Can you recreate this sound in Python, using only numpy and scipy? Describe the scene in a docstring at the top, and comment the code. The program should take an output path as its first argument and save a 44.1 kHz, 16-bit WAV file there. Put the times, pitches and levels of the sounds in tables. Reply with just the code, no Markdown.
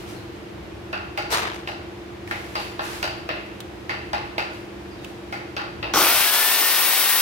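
"""An electric chainsaw jolts on close by and spins up freely, ending a scene in a woodcarver's yard.
Its motor drives growling gears, a rattling chain and a hissing fan, with a whine that climbs in pitch.
Before that, a mallet taps a ringing chisel on the right and something gritty scrapes on the left.
Clothes rustle and the plastic handle clicks as the saw is picked up.
Behind it all, a distant machine hums over the outdoor rumble and a far bird chirps."""
import sys
import numpy as np
from scipy import signal
from scipy.fft import rfft, irfft, next_fast_len
from scipy.io import wavfile
from scipy.ndimage import map_coordinates

SR = 44100
rng = np.random.default_rng(int(sys.argv[2]) if len(sys.argv) > 2 else 0)


def wrap_up_sound(samples):
    """Save the sound to the file named by the first command line argument, as 16-bit audio."""
    columns = np.atleast_2d(samples).T
    # keep every value between -1 and 1, then stretch to whole-number steps
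    tamed = np.clip(columns, -1, 1)
    steps = np.round(tamed * 32767).astype(np.int16)
    wavfile.write(sys.argv[1], SR, steps)


N = 317961
SWITCH_ON_S, SNAP_S = 5.9365, 5.969  # the saw starts; its slack chain jerks tight

# how alike the yard sounds in both ears: pitch_hz, likeness (1 = the same)
YARD_LIKENESS = [(100, 1), (350, 0.48), (800, 0.69), (3000, 0.06), (8000, 0.033)]
# tone of the chain's metal links: pitch_hz, level_db
CHAIN_TONE = [(100, -70), (900, -43), (1450, -7.5), (1800, -3), (2700, -1.5), (3600, -3), (4500, -3.5),
              (5700, -5), (7000, -12), (10000, -17.5)]


def amp(db):
    """Turns decibels into a gain."""
    return 10 ** (np.asarray(db) / 20)


def unit(x):
    """Scales a sound to an average (rms) level of 1."""
    return x / np.sqrt(np.mean(x ** 2) + 1e-20)


def along(points, hz):
    """Reads between (pitch_hz, value) points on a log pitch scale."""
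    pitches, values = np.transpose(points)
    return np.interp(np.log(hz + 1), np.log(pitches + 1), values)


def clock():
    """The time of every sample, in seconds."""
    return np.arange(N) / SR


def running_time():
    """Seconds since the saw was switched on."""
    return np.maximum(clock() - SWITCH_ON_S, 0)


def rise(rise_s):
    """Fades from 0 towards 1 once the saw is on."""
    return 1 - np.exp(-running_time() / rise_s)


def wobble(rate):
    """A smooth curve through `rate` random values a second."""
    return map_coordinates(rng.standard_normal(int(N * rate / SR) + 4), [np.arange(N) * rate / SR])


def noise(size=N):
    """Two channels of white noise."""
    return rng.standard_normal((2, size))


def filtered(x, response):
    """Filters a sound; response(hz) gives the gain and phase at each pitch."""
    length = x.shape[-1]
    padded = next_fast_len(length + SR // 4)
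    return irfft(rfft(x, padded) * response(np.fft.rfftfreq(padded, 1 / SR)), padded)[..., :length]


def coloured(x, tone):
    """Shapes a sound by (pitch_hz, level_db) points, then scales it to level 1."""
    return unit(filtered(x, lambda hz: amp(along(tone, hz))))


def resonances(modes, hz):
    """Response of an object that rings at each (pitch_hz, width_hz, level_db)."""
    return sum((-1) ** k * amp(db) * 1j * hz * width / (pitch ** 2 - hz ** 2 + 1j * hz * width)
               for k, (pitch, width, db) in enumerate(modes))


def sides(pan_db):
    """Left and right gains; a positive pan_db is louder on the left."""
    return amp(np.array([pan_db, -pan_db]).reshape(2, -1) / 2)


def spread(pair, likeness, lag_ms):
    """Blends two unrelated signals into stereo; a positive lag_ms delays the left side."""
    angle = lambda hz: np.arccos(np.clip(along(likeness, hz), -1, 1)) / 2
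    mid, side = filtered(pair, lambda hz: np.array([np.cos(angle(hz)), np.sin(angle(hz))]))
    delay_s = np.array([[lag_ms], [-lag_ms]]) / 2000
    return filtered(np.array([mid + side, mid - side]), lambda hz: np.exp(-2j * np.pi * hz * delay_s))


def add(track, s, sound):
    """Mixes a sound in, starting at s seconds."""
    span = track[:, round(s * SR):][:, :sound.shape[-1]]
    span += sound[..., :span.shape[-1]]


def envelope(peak_s, attack_s, hold_s, fall_db_per_s):
    """Rises to 1 at peak_s, holds, then dies away."""
    age = clock() - peak_s
    return np.clip(1 + age / attack_s, 0, 1) * amp(-fall_db_per_s * np.maximum(age - hold_s, 0))


def together(gains):
    """The joint gain of unrelated sounds, which add in power."""
    return np.sqrt(sum(gain ** 2 for gain in gains))


def yard_echo():
    """The yard's blurred echo; the treble dies first."""
    # how long it takes to fall 60 dB: pitch_hz, fade_s
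    fade_times = [(200, 0.55), (900, 0.65), (3000, 0.68), (6000, 0.55), (14000, 0.27)]
    hz, t, spectrum = signal.stft(noise(size=SR * 3 // 4), SR, nperseg=256)
    fade = amp(-60 * t / along(fade_times, hz)[:, None])
    tail = signal.istft(spectrum * fade, SR, nperseg=256)[1]
    return tail / np.linalg.norm(tail[0])


def distant_machine(shaft_hz=23.28, recede_db=-12):
    """A turning shaft throbs along with mains hum; both recede once the saw runs."""
    # the machine's tones: cycles_per_turn
    multiples = [12, 13, 14, 15, 16, 19, 20]
    # the strength of each: level_db
    levels = [-64, -51, -47.7, -43.5, -81, -70, -56.5]
    # mains hum and other drones: pitch_hz, level_db
    drones = [(61.6, -64), (99.9, -78), (123.3, -54.5), (199.8, -50.5), (332.8, -56)]
    t = clock()
    turns = shaft_hz * t + .012 * wobble(1.5)
    tones = [(k * turns, db) for k, db in zip(multiples, levels)] + [(hz * t, db) for hz, db in drones]
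    hum = sum(amp(db + .8 * wobble(2)) * np.sqrt(2) * np.sin(2 * np.pi * cycles) for cycles, db in tones)
    return hum * amp(np.interp(running_time(), [0, .1], [0, recede_db])) * sides(pan_db=-1.0)


def outdoor_air(level_db=-39, bass_hz=170, sink_db=-18, sink_s=0.54):
    """A soft rush whose low rumble swells now and then and sinks once the saw runs."""
    # tone of the open air: pitch_hz, level_db
    air_tone = [(20, -36), (36, -29), (58, 0), (100, -1), (160, -5.5), (250, -8), (350, -1), (500, -8),
                (700, -8.5), (1200, -14), (2500, -17.5), (5000, -27.5), (9000, -38.5), (12000, -38),
                (15800, -49)]
    # swells of the rumble: peak_s, hold_s, gain_db
    swells = [(0.02, .08, 1.5), (0.683, 0.033, -1), (1.4, .04, 0), (3.078, .1, 2), (3.95, 0.31, 1.5),
              (5.767, 0.077, 4.5)]
    likeness = [(100, 0.98), (350, 0.41), (900, 0.05), (3000, 0.038)]
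    air = amp(level_db + 0.066 * wobble(4.94)) * spread(coloured(noise(), air_tone), likeness, lag_ms=0)
    rumble = filtered(air, lambda hz: 1 / (1 + (hz / bass_hz) ** 4))
    surges = [amp(db) * envelope(s, 0.17, hold_s, fall_db_per_s=59) for s, hold_s, db in swells]
    calm = amp(1.4 * wobble(5))
    sink = amp(sink_db * np.minimum(running_time() / sink_s, 1))
    return air - rumble + rumble * together(surges + [calm]) * sink


def clothes(grain_db=1.0, attack_s=0.042, fall_db_per_s=86):
    """Cloth brushes in fine uneven grains with every movement."""
    # one brush per movement: peak_s, hold_s, level_db
    brushes = [(0.005, .01, -43.5), (.095, 0.014, -41.5), (.355, .01, -56), (2.293, 0.27, -44.5),
               (2.603, 0.047, -39), (2.846, 0.12, -35), (4.54, 0.0092, -48.5), (5.044, .05, -49.5)]
    # sleeves stirring while the saw is carried: peak_s, hold_s, level_db
    sleeves = (2.8, 2.5, -58.5)
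    # tone of rubbing cloth: pitch_hz, level_db
    cloth_tone = [(500, 11), (1500, 12), (3800, 7.5), (6200, 2.5), (8500, -1), (11500, -1), (15500, -9)]
    motion = together(amp(db) * envelope(s, attack_s, hold_s, fall_db_per_s)
                      for s, hold_s, db in brushes + [sleeves])
    rustle = coloured(noise() * amp(grain_db * wobble(900)), cloth_tone)
    return spread(motion * rustle, [(500, 0.2), (5000, 0.057)], lag_ms=0.335)


def bird(length_s=.045):
    """A far bird's short falling chirps, blurred by the yard."""
    # its calls: start_s, start_hz, end_hz, level_db
    chirps = [(.14, 4600, 3800, -46), (4.89, 5400, 4300, -50), (4.96, 4100, 3500, -50)]
    out, progress = np.zeros((2, N)), np.linspace(0, 1, round(length_s * SR))
    for s, start_hz, end_hz, db in chirps:
        pitch_hz = start_hz + (end_hz - start_hz) * progress
        chirp = np.sin(np.pi * progress) * np.sin(2 * np.pi * np.cumsum(pitch_hz) / SR)
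        add(out, s, amp(db) * signal.fftconvolve(chirp[None], yard_echo(), axes=1))
    return out


def mallet(gain_db=33, direct_db=-3, wall_db=-3, scatter_db=2.24, firmness=0.38, echo_jitter=0.056):
    """Each blow rings the chisel and wood block; walls and roof return most of the sound."""
    # mallet blows: start_s, level_db, extra_knock_db, extra_ring_db, extra_edge_db
    blows = [(0.929, -22.5, -1, -2.5, -4), (1.175, -21, -0.5, 0, 1), (1.674, -25.5, 3.5, 0, 5),
             (2.311, -24, -6, -2.5, -2.5), (2.554, -21.5, 3, 2.5, 7), (2.793, -23, 1, -2.5, 1),
             (3.028, -19.5, 0.5, 0, 4), (3.29, -21.5, 0.5, 4, 1), (3.894, -21.5, -1.5, 1, -1),
             (4.132, -19.5, -1.5, -2.5, 0.5), (4.381, -19.3, 1.5, -0.5, 2.5), (5.325, -25.5, 1.5, -1.5, 0),
             (5.566, -22, 1, 0, 2), (5.828, -22.5, 3.5, 4, 1.5)]
    # ringing of chisel and block: pitch_hz, width_hz, level_db
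    chisel_modes = [(617, 67, -2), (828, 59, 6), (1130, 290, -7), (1420, 91, 3.5), (1774, 220, -4),
                    (2110, 194, 0), (2600, 216, -2.5), (2844, 204, -1.5), (3126, 120, -12.5),
                    (4600, 130, -7)]
    # tone of the blow's crack: pitch_hz, level_db
    crack_tone = [(200, -21), (500, -7), (2500, -17.5), (4000, -12.5), (5500, -22), (7500, -52.5),
                  (15000, -38)]
    # first echoes off the walls: delay_s, level_db
    walls = [(.0045, -8.5), (.0115, -9.5), (.0145, -5), (.024, -8.5), (.048, -7.5)]
    out = np.zeros((2, N))
    usual_db = np.mean(blows, axis=0)[1]
    for s, db, knock_db, ring_db, edge_db in blows:
        blow = yard_echo()
        t = np.arange(blow.shape[1]) / SR
        crack = rng.standard_normal(len(t)) * amp(-60 * t / .005)
        crack *= amp(firmness * (db - usual_db)) / np.linalg.norm(crack)  # firm blows crack harder
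        blow[0] += amp(direct_db) * crack
        for delay_s, echo_db in walls:
            echo = amp(wall_db + echo_db) * np.array([[1], [.4]]) * crack
            add(blow, delay_s * np.exp(echo_jitter * rng.standard_normal()), echo)
        force = [(800, knock_db), (1700, 0), (2750, ring_db), (4500, edge_db)]
        modes = [(hz, width, level + scatter_db * rng.standard_normal())
                 for hz, width, level in chisel_modes]
        chisel = lambda hz: resonances(modes, hz) + amp(along(crack_tone, hz))
        ring = filtered(blow, lambda hz: chisel(hz) * amp(along(force, hz)))
        add(out, s, amp(db + gain_db) * ring / np.linalg.norm(ring))
    return spread(out, YARD_LIKENESS, lag_ms=0.33)


def scrape(grain_db=3, attack_s=0.033):
    """Short gritty slides on the left, coarse grains over a hollow rush."""
    # slides, each weaker than the last: peak_s, body_db, grit_db
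    slides = [(1.331, -20, -23.5), (1.435, -27.5, -44), (1.552, -46, -47)]
    # the hollow rush: pitch_hz, level_db
    body_tone = [(120, -39), (200, -9), (277, -16), (337, -9), (433, 1.5), (542, -10), (610, -1.5),
                 (1070, 1), (1860, -3), (3860, -9), (7000, -25), (9100, -36), (15400, -120)]
    # the bright grit: pitch_hz, level_db
    grit_tone = [(2350, -36), (4000, -4.5), (6050, -9), (7530, -12), (12000, -15.5), (15800, -24)]
    body = together(amp(db) * envelope(s, attack_s, 0.021, fall_db_per_s=106) for s, db, _ in slides)
    grit = together(amp(db) * envelope(s, attack_s, 0, fall_db_per_s=172) for s, _, db in slides)
    grains = amp(grain_db * wobble(900))
    slide = body * coloured(noise() * grains, body_tone) + grit * coloured(noise() * grains, grit_tone)
    return spread(slide, [(300, 1.0), (1500, 0.25), (8000, 0.18)], lag_ms=-0.333) * sides(pan_db=1.5)


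def handle(fade_s=.024, echo_db=-24, echo_s=.4):
    """The plastic handle clicks as the saw is gripped and swung up."""
    # handle clicks: start_s, level_db, pitch_hz, width_hz, snap_db
    clicks = [(2.276, -29, 1900, 1100, -20), (2.311, -17, 1700, 600, -32), (3.604, -26, 3300, 1100, -11),
              (5.046, -28.5, 2600, 1100, -14)]
    out, t = np.zeros((2, N)), np.arange(SR // 4) / SR
    for s, db, pitch_hz, width_hz, snap_db in clicks:
        modes = [(pitch_hz, width_hz, 0)]
        shell = lambda hz: resonances(modes, hz) ** 2 + amp(snap_db) / (1 + 1j * hz / 5000)
        click = unit(filtered(noise(size=len(t)), shell))
        fade = amp(-60 * t / fade_s) + amp(echo_db - 60 * t / echo_s)
        add(out, s, amp(db) * click * fade)
    return spread(out, YARD_LIKENESS, lag_ms=0.022)


def strikes(cycles, scatter_db):
    """A gain that pulses with one fading hit per cycle; steady until the saw starts."""
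    running = clock() > SWITCH_ON_S
    strength = amp(scatter_db * rng.standard_normal(N))
    beat = np.exp(-1.2 * (cycles % 1)) * strength[cycles.astype(int)]
    return np.where(running, beat / np.sqrt(np.mean(beat[running] ** 2)), 1)


def gear_growl(turns, torque, level_db=-31, torque_db=18, tug_db=4, tug_s=0.043):
    """The gears growl once a turn, louder as the motor pulls and the tightening chain tugs."""
    # tone of the gears: pitch_hz, level_db
    gear_tone = [(35, -65), (60, -24), (219, -43), (240, -24), (257, -9.5), (327, -17.5), (406, -10),
                 (584, -6), (829, -2), (1090, -1.5), (1500, -0.5), (1950, -36), (3300, -120)]
    t = clock()
    tug = (t > SNAP_S) * np.exp(-np.abs(t - SNAP_S) / tug_s)
    gain = amp(level_db + torque_db * torque + tug_db * tug) * rise(0.048)
    return gain * coloured(noise() * strikes(turns, scatter_db=1.5), gear_tone)


def chain_rattle(links, torque, level_db=-22.3, torque_db=9.5, slap_db=0.68):
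    """Links hit the drive wheel and guide bar; the slack chain slaps unevenly."""
    gain = amp(level_db + torque_db * torque + slap_db * wobble(60)) * rise(.06)
    return gain * coloured(noise() * links, CHAIN_TONE)


def fan_hiss(links, torque, level_db=-19.5, torque_db=4.5):
    """Air hisses from the fan, pulsing gently in time with the links."""
    # tone of the rushing air: pitch_hz, level_db
    fan_tone = [(200, -80), (4000, -34), (7000, -12), (8500, -3), (11000, -1), (13000, 2), (15500, -1.5)]
    gain = amp(level_db + torque_db * torque + 0.67 * wobble(50)) * rise(.06)
    return gain * coloured(noise() * np.sqrt(links), fan_tone)


def housing_jolt(turns, level_db=-19, fade_s=0.12, gear_teeth=12):
    """At the start the gear teeth take up their slack and shake the saw's casing."""
    # ringing of the casing: pitch_hz, width_hz, level_db
    housing_modes = [(343, 58, 2.5), (600, 260, -9), (850, 99, -1.5), (1140, 130, 1), (1360, 260, -1.5),
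                     (3330, 290, -8.5), (5700, 450, -5.5)]
    teeth = noise() * strikes(gear_teeth * turns, scatter_db=1.5)
    ring = unit(filtered(teeth, lambda hz: resonances(housing_modes, hz)))
    return amp(level_db) * np.exp(-(running_time() / fade_s) ** 2) * ring


def chain_jerk(clack_db=-23, clack_s=0.017, snap_db=-21, ring_s=.08):
    """The chain clacks as it first moves, then snaps tight and rings the guide bar."""
    # ringing of the bar: pitch_hz, width_hz, level_db
    bar_modes = [(5700, 630, 0)]
    t = clock()
    clack = amp(clack_db) * np.exp(-running_time() / clack_s) * coloured(noise(), CHAIN_TONE)
    fade = (t > SNAP_S) * amp(-60 * np.abs(t - SNAP_S) / ring_s)
    ring = unit(filtered(noise(), lambda hz: resonances(bar_modes, hz) ** 2))
    return clack + amp(snap_db) * fade * ring


def whine(turns, speed, rough_db=1.3, flutter_radians=.42):
    """Tones locked to the shaft; they flutter as the saw moves among its own echoes."""
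    # tones of imbalance, drive wheel, rotor, gear teeth and fan blades: cycles_per_turn
    multiples = [1, 1.6744, 2, 2.2326, 2.5116, 3.3488, 4, 8, 12, 34]
    # the strength of each: speeding_up_db, full_speed_db, pan_db
    levels = [(-47, -55, 0), (-42.5, -44, 1), (-43, -46, 1), (-43, -42, 3), (-47, -42.5, 1), (-44, -46, 1),
              (-32.5, -37.5, 1), (-39, -40, 11), (-45, -44, -5), (-38, -35, 8)]
    # shares of full speed between which the levels settle: from_share, to_share
    settling = (.965, .99)
    out = np.zeros((2, N))
    for k, (rising_db, full_db, pan_db) in zip(multiples, levels):
        db = np.interp(speed, settling, [rising_db, full_db]) + 1.6 * wobble(14)
        db += rough_db * wobble(120)  # uneven bearings and brushes
        flutter = flutter_radians * np.array([wobble(45), wobble(45)])
        out += amp(db) * sides(pan_db) * np.sqrt(2) * np.sin(2 * np.pi * k * turns + flutter)
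    return speed * out


def chainsaw(full_speed_hz=465.4):
    """The motor spins up gears, chain and fan; all are louder while its pull (torque) is high."""
    # a quick surge and a slow creep up to speed: speed_share, time_constant_s
    run_up = [(.512, .0557), (.488, .2323)]
    # how alike the saw sounds in both ears: pitch_hz, likeness
    likeness = [(100, 0.86), (300, 1), (1400, 0.79), (3100, 0.87), (6000, .2), (14000, 0.29)]
    # how much louder it is on the left: pitch_hz, pan_db
    panning = [(60, 9), (110, 5), (200, 3), (380, 0), (700, 2.5), (1290, 0.5), (2380, 2), (4400, -2),
               (8120, 8.5), (15000, 6.5)]
    # the level dips briefly: middle_s, half_width_s, depth_db
    level_dip = (6.315, 0.013, -3)
    age = running_time()
    torque = sum(share * np.exp(-age / s) for share, s in run_up)  # 1 at rest, 0 at full speed
    speed = 1 - torque
    turns = np.cumsum(full_speed_hz * speed * (1 + .0004 * wobble(25))) / SR
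    # the pull throbs at twice the mains frequency, most while the motor draws starting current
    throb = 1 + (.04 + .2 * np.exp(-age / .12)) * np.sin(2 * np.pi * 100 * age)
    growl = gear_growl(turns, torque)
    links = strikes(6 * 12 / 43 * turns, scatter_db=0)  # six-tooth drive wheel, geared down 12:43
    rattle = chain_rattle(links, torque)
    hiss = fan_hiss(links, torque)
    body = throb * (growl + rattle + housing_jolt(turns)) + chain_jerk() + hiss
    body = spread(body, likeness, lag_ms=-0.05)
    body = filtered(body, lambda hz: sides(along(panning, hz)))
    dip_s, half_width_s, dip_db = level_dip
    dip = amp(dip_db * np.exp(-((clock() - dip_s) / half_width_s) ** 2))
    return rise(.0005) * dip * (body + whine(turns, speed))


def scene():
    """Everything heard in the yard."""
    background = distant_machine() + outdoor_air() + bird()
    return background + mallet() + scrape() + clothes() + handle() + chainsaw()


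def record(dry):
    """Rounds off the highest peaks and cuts the very top of the treble."""
    ceiling, top_hz = .65, 15950
    rounded = dry / (1 + np.abs(dry / ceiling) ** 4) ** (1 / 4)
    return filtered(rounded, lambda hz: np.interp(hz, [top_hz - 150, top_hz + 100], [1, 0]))


dry = scene()
out = record(dry)
wrap_up_sound(out)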